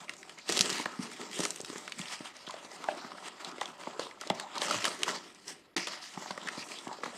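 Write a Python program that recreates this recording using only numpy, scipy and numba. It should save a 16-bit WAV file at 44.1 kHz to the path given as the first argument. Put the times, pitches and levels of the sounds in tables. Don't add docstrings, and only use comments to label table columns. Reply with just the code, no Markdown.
import sys
import numpy as np
from scipy import signal
from scipy.fft import rfft, irfft
from scipy.io import wavfile
from scipy.ndimage import uniform_filter1d
from numba import njit

SR = 44100
rng = np.random.default_rng(int(sys.argv[2]) if len(sys.argv) > 2 else 0)


def elevation(decibels):
    levels = np.asarray(decibels, float)
    return 10 ** (levels / 20)


def materialize(psi):
    bounded = np.clip(np.atleast_2d(psi).T, -1, 1)
    quanta = np.round(bounded * 32767).astype(np.int16)
    wavfile.write(sys.argv[1], SR, quanta)


N = 316197


def rubbing():
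    # pitch_hz, width_hz, level_db
    hollow_modes = [(194, 63, 4), (293, 80, 5.5), (405, 87, 10)]
    wall_modes = [(589, 99, 2.5), (740, 53, 0), (936, 183, 5), (1300, 260, 5)]
    foam_modes = [(1860, 346, -0.5), (2365, 420, 0), (2680, 530, 1.5), (3370, 750, -0.5), (3870, 380, -1.5),
                  (4740, 970, 0.5)]
    edge_modes = [(5480, 440, -8), (6100, 1250, -8), (7500, 870, -7), (8130, 1160, -7), (11800, 7500, -26),
                  (13350, 1200, -21)]
    t = np.arange(N) / SR
    control_t = t[::64]
    levels = stroke_levels(control_t)
    hard = np.clip((np.interp(t, control_t, levels[2]) + 51.0) / 15, .15, 1)
    crackle = slips(420, spread_db=3.0, smear_s=.0009)
    rustle = slips(700, spread_db=2.0, smear_s=0.015) * elevation(2.3 * walk(40))
    shared = rustle + 1.13 * hard * crackle
    # modes, share of the common stream, patchiness_db, lift_db
    parts = [(hollow_modes, .5, 2.5, -1.5), (wall_modes, .7, 2.0, -1.5),
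             (foam_modes, .85, 1.8, -1.2), (edge_modes, .85, 2.1, -1.35)]
    out = 0
    for db, (modes, share, patchy_db, lift_db) in zip(levels, parts):
        own = slips(500, spread_db=3.5, smear_s=0.0027)
        drive = share * shared + np.sqrt(1 - share ** 2) * own
        out = out + body(drive, modes, patchy_db) * elevation(np.interp(t, control_t, db) + lift_db)
    return out


def stroke_levels(t):
    # start_s, level_db, box_over_foam_db, fade_s (per 20 dB)
    grabs = [(0.0, -50, 3.5, 0.13), (0.088, -56, 1, 0.8), (0.39, -56.5, 2, 0), (0.496, -37.5, -5.5, 0.46),
             (1.202, -47, 4, 0.15), (1.332, -45.5, -5.5, 0.83), (2.252, -47, -2.5, 0.13),
             (3.614, -47.5, 0, 0.22), (3.801, -50, 2.5, 0.77), (3.998, -47.5, 1.5, 0.17),
             (4.035, -45.5, -4.5, 0.05), (4.069, -44.5, 2, -0.31), (4.216, -48.5, -0.5, 0.5),
             (4.411, -44.5, 5.5, -0.35), (4.559, -47.5, 4.5, 0.46), (4.62, -39, -17, 0.6),
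             (4.847, -38.5, 0.5, 0.16), (5.085, -37.5, 0, 0.1239), (5.16, -43, -17, -0.02),
             (5.21, -60.5, -5, 1), (5.483, -46, -5.5, 0.12), (2.471, -54, -4.5, 0.03),
             (5.876, -43.5, -3, 0.3), (6.033, -50.5, -24, 0.52), (6.145, -55.5, 5, 0.5),
             (6.415, -49.5, 3.5, 0.85), (6.579, -49.5, 0.5, 0.2), (7.15, -51, 0.1, 0.5)]
    # peak_s, level_db, box_over_foam_db, swell_s, fade_s (per 20 dB)
    sweeps = [(0.298, -52, 2, -0.4, -0.75), (0.64, -41.5, -3, -0.01, 0.49), (0.813, -40.5, -6, 0.4, 0.08),
              (1.028, -44.5, -2.5, 0.1, 0.34), (1.445, -42.5, -0.5, 0.19, 0.07), (1.7, -51, -0.5, 0.1, 1),
              (1.999, -49, -4.5, 0.13, 0.5), (2.131, -43.5, -4.5, 0.12, 0.15), (2.407, -54.5, -12, 0, 0.1),
              (2.502, -53, 1.5, 0.4, 0.4), (2.766, -55.5, -21.5, 0.25, -0.26), (2.897, -51, 3.5, 0.5, 1.2),
              (3.072, -47.5, -0.5, 0, -0.31), (3.284, -44, 0, 0.1, 0.01), (3.489, -46.5, 1, 0.22, 0.05),
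              (3.55, -55.5, 6, 0.2, 0.7), (4.345, -48.5, 1, -0.03, 0.3), (4.715, -38.5, 2, 0.22, 0.1753),
              (4.991, -45, -1, -1, 0.36), (5.018, -42, -5, -0.13, 0.0553),
              (5.766, -34.5, -6.5, -0.0176, 0.1044), (6.308, -47, 0, 0.3, 0.1),
              (6.476, -46.5, 4, 0.06, -0.11), (6.78, -51.5, -2.5, 0, 0.23), (6.93, -46, -1, -0.1, -0.05),
              (7.04, -48, 2.5, 0.07, 0.23), (6.715, -49, -9, 0.7, 0.5)]
    # time_s, boom_db (freedom of the hollow), paper_db (loose paper at the fingers)
    handling = [(0, -4, 0), (0.35, -4, -1), (0.8, 0.5, -6), (1.5, -1.5, 0), (2.0, 1, -3), (2.3, -23, -6),
                (2.7, -3, -1), (3.7, -6.5, -4), (4.2, -9.5, -5.5), (4.6, -7.5, -7), (5.3, 2, -4),
                (5.5, 1, 1.5), (5.7, 1, -10.5), (6.0, -13.5, -6.5), (6.4, -5.5, -1.5), (6.8, -2.5, -3),
                (7.17, -3, -4)]
    grab_swell_s = 0.03
    strokes = [(s, db, box_db, grab_swell_s, fade_s) for s, db, box_db, fade_s in grabs] + sweeps
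    box_share = np.array([[0.99], [1], [0], [-0.19]])
    power = np.full((4, len(t)), 1e-9)
    for s, db, box_db, swell_s, fade_s in strokes:
        before = (s - t) / max(swell_s, .005)
        after = (t - s) / max(fade_s, .005)
        now_db = db - 20 * np.maximum(before, after)
        power += elevation(now_db + box_db * box_share) ** 2
    level_db = 10 * np.log10(power)
    brighter_db = 0.2051 * (level_db[2] + 47.0)
    s, boom_db, paper_db = np.transpose(handling)
    edge_db = np.interp(t, s, paper_db) + brighter_db
    return level_db + [np.interp(t, s, boom_db), 0 * t, 0 * t, edge_db]


def slips(per_s, spread_db, smear_s):
    hit = rng.random(N) < per_s / SR
    size = hit * elevation(np.minimum(spread_db * rng.exponential(1, N), 19))
    puff = signal.lfilter([1], [1, -np.exp(-1 / (smear_s * SR))], size)
    y = puff * rng.standard_normal(N)
    return y / np.std(y)


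def walk(rate):
    k = int(SR / rate)
    steps = np.repeat(rng.standard_normal(N // k + 1), k)
    return 1.3 * uniform_filter1d(uniform_filter1d(steps, k), k)[:N]


def body(x, modes, patchy_db):
    y = 0
    for k, (hz, width_hz, db) in enumerate(modes):
        b, a = signal.iirpeak(hz, hz / (1.7 * width_hz), SR)
        rung = signal.lfilter(b, a, signal.lfilter(b, a, x)) / np.sqrt(width_hz)
        y = y + (-1) ** k * elevation(db + patchy_db * walk(18)) * rung
    return y / np.std(y)


def scrapes():
    # start_s, length_s, level_db, pitch_hz
    drags = [(0.08, 0.022, -49, 2290), (0.175, 0.045, -54, 6500), (0.376, 0.026, -47.5, 2190),
             (0.403, 0.092, -57, 4260), (0.48, 0.017, -45, 3500), (0.563, 0.013, -32, 4000),
             (0.867, 0.099, -46.5, 1220), (1.024, 0.017, -42, 5500), (1.332, 0.073, -45, 3130),
             (1.334, .045, -44, 7400), (1.981, 0.038, -44.5, 7500), (2.068, 0.044, -49, 4700),
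             (2.119, .045, -46, 3280), (2.252, 0.027, -45.5, 3180), (2.382, 0.063, -55, 4740),
             (2.465, 0.028, -44, 3370), (2.493, 0.024, -41.5, 1060), (2.838, 0.05, -43, 1000),
             (2.895, 0.078, -46.5, 720), (2.879, 0.054, -46.5, 2820), (2.965, .11, -52.5, 4170),
             (3.011, 0.079, -48.5, 1400), (3.235, 0.11, -54, 3000), (3.428, 0.048, -52.5, 950),
             (3.446, 0.04, -48.5, 3220), (4.016, 0.064, -46.5, 3730), (4.21, 0.033, -53, 2960),
             (4.299, 0.028, -42, 405), (4.3, 0.044, -50, 800), (4.41, 0.073, -45.5, 885),
             (4.553, .012, -54, 3500), (4.845, 0.024, -32, 3140), (5.14, 0.052, -41.5, 4540),
             (5.762, 0.044, -39.5, 3600), (5.769, 0.1, -40, 5130), (5.788, 0.082, -42.5, 2300),
             (5.87, .1, -47, 5000), (6.013, 0.084, -47.5, 4960), (6.265, 0.066, -48.5, 4400),
             (6.475, 0.02, -37.5, 1670), (6.568, 0.072, -43.5, 4600), (6.583, 0.054, -49, 2460),
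             (6.624, .016, -46, 2490), (6.75, 0.053, -47, 3220), (6.887, 0.071, -43, 940),
             (7.125, .045, -51.5, 653)]
    out, t = np.zeros(N), np.arange(N) / SR
    grains = slips(1500, spread_db=1.5, smear_s=0.0065)
    for s, length_s, db, hz in drags:
        i, j = int(s * SR), min(int((s + length_s) * SR), N)
        b, a = signal.iirpeak(hz, 2.7, SR)
        y = signal.lfilter(b, a, signal.lfilter(b, a, grains[i:j]))
        along = (t[i:j] - s) / length_s
        ends = np.clip(8 * np.minimum(along, 1 - along), 0, 1)
        out[i:j] += elevation(db - 6.5 * along) * y / np.std(y) * ends
    return out


def creases():
    # start_s, peak_db, brightest_hz, broad_share_db
    card = [(0.0943, -23.5, 1930, -13.5), (0.1366, -34, 2250, 16), (0.2293, -36, 1760, -17),
            (0.2947, -33, 2420, -9), (1.1159, -34.5, 1660, -4), (1.2141, -30, 2300, 4),
            (1.6473, -27, 4000, 6), (1.7584, -32.5, 1500, -27.5), (1.8781, -28.5, 1850, -32),
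            (1.9914, -28.5, 2060, -8), (2.0566, -32, 2570, -24.5), (2.8855, -33, 1960, -37),
            (3.1746, -44, 1870, -27), (3.8349, -35.5, 1960, -49), (4.1106, -36.5, 1790, -40),
            (4.3983, -21, 1940, 3), (4.7439, -25, 1800, -8), (4.8184, -32, 2050, -21),
            (4.8534, -11.5, 1850, 13), (4.8753, -25.5, 1830, -2), (5.0802, -31.5, 1860, -22.5),
            (5.7651, -21, 2370, -16), (6.3766, -31, 1750, -13), (6.473, -28, 1720, -20),
            (6.486, -23, 1640, -44.5), (6.6264, -36, 2460, -14), (6.8783, -34, 2360, -6),
            (7.0354, -30.5, 1900, -27), (7.0584, -29, 1720, -33)]
    foam = [(0.5716, -11.5, 4060, 3), (0.5773, -11.5, 4130, 5.5), (0.5919, -8.5, 4100, 7),
            (0.6093, -1.5, 4300, 8), (0.7285, -26, 4070, -28), (1.3132, -32.5, 3250, 20),
            (1.3491, -42, 2870, -4), (1.4037, -22, 2980, -1), (1.4521, -11.5, 5400, 16),
            (1.9212, -24.5, 3030, -33), (2.0148, -27, 3030, -25), (2.0835, -32, 3680, -11),
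            (2.508, -29.5, 3200, 6), (2.5412, -37, 3680, -27.5), (2.565, -44, 3170, -21),
            (2.6477, -36.5, 3830, -12), (3.447, -25, 3480, -6), (3.6123, -22, 2730, -4),
            (3.6568, -25.5, 3180, -32), (3.811, -41, 3300, -28), (3.9954, -26.5, 4300, -33.5),
            (4.3004, -18, 2900, -44), (4.555, -31, 3540, -5), (4.6177, -17, 3380, -21),
            (4.711, -36, 3160, -20), (4.843, -17, 2930, -25), (5.033, -7.5, 3150, -0.5),
            (5.8708, -25.5, 3220, -15), (6.3084, -28.5, 3340, -17), (6.415, -37, 3020, -21)]
    paper = [(0.4912, -16, 4250, 5), (0.5235, -13, 5200, 4), (0.6162, -12, 5460, -3),
             (0.622, -26, 5750, -18), (0.7018, -17, 5540, -1), (1.3897, -25, 7050, -4),
             (1.4336, -27, 6150, 0), (1.506, -15.5, 7060, -18), (1.56, -26.5, 7600, 6),
             (1.6137, -28, 7500, -14), (1.7813, -29, 6460, 2), (2.716, -38, 5100, -11),
             (4.212, -26, 4740, 18), (4.2735, -27.5, 4530, -3), (4.581, -21.5, 4370, -26),
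             (5.48, -29, 5250, -10), (5.766, -22, 5300, -17.5), (6.0304, -37.5, 4950, -17)]
    ticks = [(0.044, -43, 5000, 4), (0.104, -40, 8000, 2), (0.167, -36.5, 7000, -1), (0.322, -43, 2500, 6),
             (0.387, -32.5, 2300, 1), (0.6295, -28, 6000, 0), (0.663, -32, 2950, -15),
             (0.7065, -23, 5970, -2), (0.893, -47, 8000, -3), (1.132, -36, 9000, -5),
             (1.3305, -31, 3150, -5.5), (1.4385, -26, 5960, -7), (1.4828, -35, 8240, -8.5),
             (1.5447, -34.5, 6000, 4), (1.585, -36, 5800, -2), (1.6045, -28, 5330, -4),
             (1.66, -33, 5000, 1), (1.7, -31.5, 4000, 2), (1.897, -35, 8000, -8), (2.135, -40, 6500, -8),
             (2.192, -33.5, 2000, -2), (2.367, -33, 5030, 1), (2.392, -46, 4640, -1),
             (2.473, -41, 3390, -7), (2.488, -34, 6000, -3), (2.523, -40, 6500, -3), (3.515, -36, 5000, 0),
             (3.582, -36, 2000, -22), (3.631, -33, 2000, -12), (3.678, -36.5, 2500, -6.5),
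             (4.563, -37, 4000, -3), (4.635, -33, 4500, 1), (4.759, -37, 4000, -3), (4.881, -21, 5000, -4),
             (5.122, -36, 5000, 1.5), (5.348, -39, 5870, -6), (6.718, -34, 2200, -11.5),
             (6.787, -30, 3800, -11.5), (7.042, -31, 3540, -20), (0.8575, -22, 1550, -30),
             (2.8412, -30, 1000, -26), (1.3845, -30, 7500, 0), (1.4635, -26.5, 7000, 2)]
    crumples = [
        (0.522, -20, 4800, 1),
        (0.699, -27, 5500, 12),
        (0.727, -27, 5500, 2.5),
        (1.4035, -24.5, 5500, 8),
        (1.435, -27, 6000, 8),
        (1.481, -35.5, 7500, 1),
        (5.8715, -28.5, 2500, 4),
        (4.709, -24, 4000, 5),
    ]
    return snaps([(card, 0.015), (foam, 0.015), (paper, 0.013), (ticks, 0.0088), (crumples, 0.048)])


def snaps(kinds):
    out, t = np.zeros(N + 4096), np.arange(4096) / SR
    sheet = signal.butter(1, [1200, 8500], "band", fs=SR, output="sos")
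    soft = signal.butter(3, 9500, fs=SR, output="sos")
    flip = 1.06 * np.array([1, 1, 0, -1, -1, 0])
    for rows, t60_s in kinds:
        for s, db, hz, broad_db in rows:
            swell_s = 0.00022 * elevation(-20.0 - db)
            burst = rng.standard_normal(len(t)) * elevation(-60 * t / t60_s) * np.clip(t / swell_s, .1, 1)
            burst[:6] += np.clip(elevation(db + 20), 1, 1.9) * flip
            b, a = signal.iirpeak(hz, 3.2, SR)
            wide = signal.sosfilt(sheet, burst)
            y = signal.sosfilt(soft, signal.lfilter(b, a, burst) + elevation(broad_db - 7.0) * wide)
            i = int(s * SR)
            out[i:i + len(t)] += elevation(db + 0.07) * y / np.max(np.abs(y))
    return out[:N]


def box_blows():
    # start_s, peak_db, panel_hz, ring_s
    thumps = [(0.492, -21, 376, 0.023), (0.568, -31.5, 395, 0.079), (0.717, -23, 267, 0.0092),
              (1.193, -33.5, 417, 0.018), (1.39, -22, 275, 0.015), (1.401, -23.5, 350, 0.015),
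              (1.599, -32, 393, 0.019), (1.631, -34, 186, 0.015), (1.697, -35, 293, 0.034),
              (1.726, -32.5, 390, 0.025), (1.754, -32, 380, 0.018), (1.992, -31, 190, 0.04),
              (2.203, -30.5, 313, 0.02), (0.598, -29, 190, 0.054), (3.991, -22.5, 344, 0.021),
              (4.262, -37.5, 320, 0.037), (5.76, -29.5, 350, 0.079), (6.574, -26, 300, 0.012)]
    # start_s, peak_db, wall_hz, hollow_share_db
    wall_knocks = [(0.795, -26.5, 860, -6), (0.855, -23, 1086, -16), (1.451, -25.5, 1290, -34),
                   (2.537, -34, 630, -28), (2.838, -32.5, 975, -32.5), (2.884, -18.5, 654, -41),
                   (3.043, -35.5, 1270, -5), (3.115, -35, 1000, -23), (3.612, -21.5, 830, -12.5),
                   (3.869, -27, 896, -5.5), (4.213, -34, 1340, -8), (4.299, -16, 815, -3.5),
                   (4.572, -28.5, 1020, -28), (4.617, -24.5, 1160, -43), (4.706, -22.5, 1300, -16),
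                   (4.846, -26, 1090, -9), (4.874, -25.5, 1230, -15), (5.029, -35, 1330, -26),
                   (5.076, -21, 1015, -33), (5.869, -32, 948, -17), (6.172, -29.5, 826, -4.5),
                   (6.22, -33, 900, -25), (6.256, -34, 900, -8), (6.304, -24.5, 965, -7.5),
                   (6.374, -32.5, 1170, -9), (6.867, -31.5, 960, -0.5), (7.032, -26, 1140, -13.5)]
    # start_s, peak_db, wall_hz, hollow_share_db
    taps = [(2.473, -34, 1300, -1), (2.563, -35, 587, -17), (2.646, -38.5, 700, -20),
            (2.714, -38.5, 710, -28), (2.945, -32, 726, -34), (3.179, -34, 1350, -17.5),
            (3.58, -33.5, 417, -11), (3.993, -23, 1010, -19), (4.233, -34, 1130, -15),
            (4.266, -35, 608, -7), (4.306, -21.5, 890, -12), (4.56, -27.5, 1250, -12),
            (4.68, -26.5, 1250, -17), (4.741, -25.5, 1050, -14), (6.738, -38, 1180, -26),
            (6.883, -32, 428, -26), (6.911, -30, 960, -20), (6.982, -35, 610, -18),
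            (7.058, -27.5, 1030, -4.5), (7.076, -35, 424, -15)]
    blows = [(s, db, hz, -15, ring_s) for s, db, hz, ring_s in thumps]
    blows += [row + (0.02,) for row in wall_knocks]
    blows += [row + (0.013,) for row in taps]
    return knocks(blows)


def knocks(blows):
    s, db, hz, hollow_db, t60_s = np.transpose(blows)
    pitch, weaker, longer = rng.random((3, len(s), 12))
    main_hz = hz[:, None]
    close_hz = main_hz * (.8 + .45 * pitch[:, :2])
    panel_hz = 450 * 5.0 ** pitch[:, 2:9]
    hollow_hz = 200 * 2.1 ** pitch[:, 9:]
    side_hz = np.c_[close_hz, panel_hz, hollow_hz]
    near_db = -8 - 2.16 * np.abs(np.log2(side_hz[:, :9] / main_hz))
    side_db = np.c_[near_db, hollow_db[:, None] - 5 + 0 * hollow_hz]
    all_db = db[:, None] + 4.0 + np.c_[-3 + 0 * s, side_db - 4 * weaker]
    side_t60 = (.6 + .7 * longer) * (main_hz / side_hz) ** .4
    all_t60 = t60_s[:, None] * np.c_[1 + 0 * s, side_t60]
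    return strikes(s + 0.002038, np.c_[hz, side_hz], all_db, all_t60, late_s=0.002903, rise_s=0.00071)


def booms():
    # start_s, peak_db, pitch_hz, ring_s
    pushes = [
        (0.495, -35.5, 393, 0.17),
        (0.991, -21, 225, 0.051),
        (1.027, -34.5, 220, 0.095),
        (3.039, -40, 177, 0.018),
        (4.751, -34, 109, 0.1),
        (6.166, -36, 193, 0.044),
    ]
    s, db, hz, t60_s = np.transpose(pushes)[:, :, None]
    close = np.array([0.88, 1, 1.15])
    close_db = db + np.array([-7, 0, -6])
    return strikes(s[:, 0], hz * close, close_db, t60_s + 0 * close, late_s=0.0116, rise_s=0.0039)


def strikes(s, hz, db, t60, late_s, rise_s):
    late = late_s * rng.random(hz.shape) ** 2
    start = ((s[:, None] + late) * SR).astype(np.int64)
    sign = np.sign(rng.standard_normal(hz.shape))
    size = sign * elevation(db)
    return ring(N, start.ravel(), hz.ravel(), t60.ravel(), size.ravel(), np.full(hz.size, rise_s))


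@njit
def ring(n, start, hz, t60, size, rise):
    y = np.zeros(n)
    for k in range(len(start)):
        turn = np.exp(2j * np.pi * hz[k] / SR - np.log(1000) / (t60[k] * SR))
        z, gate, i = size[k] + 0j, 0., start[k]
        for j in range(min(int(t60[k] * SR), n - i)):
            gate += (1 - gate) / (1 + rise[k] * SR)
            y[i + j] += gate * z.imag
            z *= turn
    return y


def room(x, t60_s, wet_db):
    t = np.arange(int(.5 * SR)) / SR
    noise = rng.standard_normal((2, len(t)))
    dull = signal.lfilter([.15], [1, -.85], noise[0])
    tail = 1.07 * dull * elevation(-60 * t / t60_s) + noise[1] * elevation(-60 * t / (0.26 * t60_s))
    tail *= np.clip(t / 0.0012, 0, 1)
    return elevation(wet_db) * signal.fftconvolve(x, tail / np.sqrt(np.sum(tail ** 2)))[:N]


def quiet_house():
    # pitch_hz, level_db
    floor_colour = [(18, -64), (30, -11), (58, -11), (75, -8), (174, -0.5), (204, 3), (311, 4.5),
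                    (1010, -10), (2170, -10.5), (6210, -47), (11100, -22), (14800, -33), (16000, -40)]
    return elevation(-65) * shaped(rng.standard_normal(N), floor_colour)


def shaped(x, points):
    hz, db = np.transpose(points)
    f = np.maximum(np.arange(N // 2 + 1) * SR / N, 1)
    y = irfft(rfft(x) * elevation(np.interp(np.log(f), np.log(hz), db)), N)
    return y / np.std(y)


def scene():
    rub = rubbing() + scrapes()
    hits = creases() + box_blows() + booms()
    box = hits + rub + room(hits + 0.8 * rub, t60_s=0.42, wet_db=-13.5)
    box = signal.sosfilt(signal.butter(4, 135, "high", fs=SR, output="sos"), box)
    return (box + quiet_house())[None]


def top_cut(x):
    return signal.sosfilt(signal.butter(12, 16650, fs=SR, output="sos"), x)


def record(dry):
    # start_s, end_s
    silence_s = (5.7535, 5.7605)
    t = np.arange(N) / SR
    lopsided = dry + 0.27 * dry ** 2
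    x = signal.sosfilt(signal.butter(1, 18, "high", fs=SR, output="sos"), lopsided)
    x = signal.sosfilt(signal.butter(2, 13000, fs=SR, output="sos"), x)
    x = signal.sosfilt(signal.butter(10, 15600, fs=SR, output="sos"), x)
    outside_s = np.maximum(silence_s[0] - t, t - silence_s[1])
    fade = np.clip(outside_s / .004, 0, 1)
    return top_cut(x * fade)


dry = scene()
out = record(dry)
materialize(out)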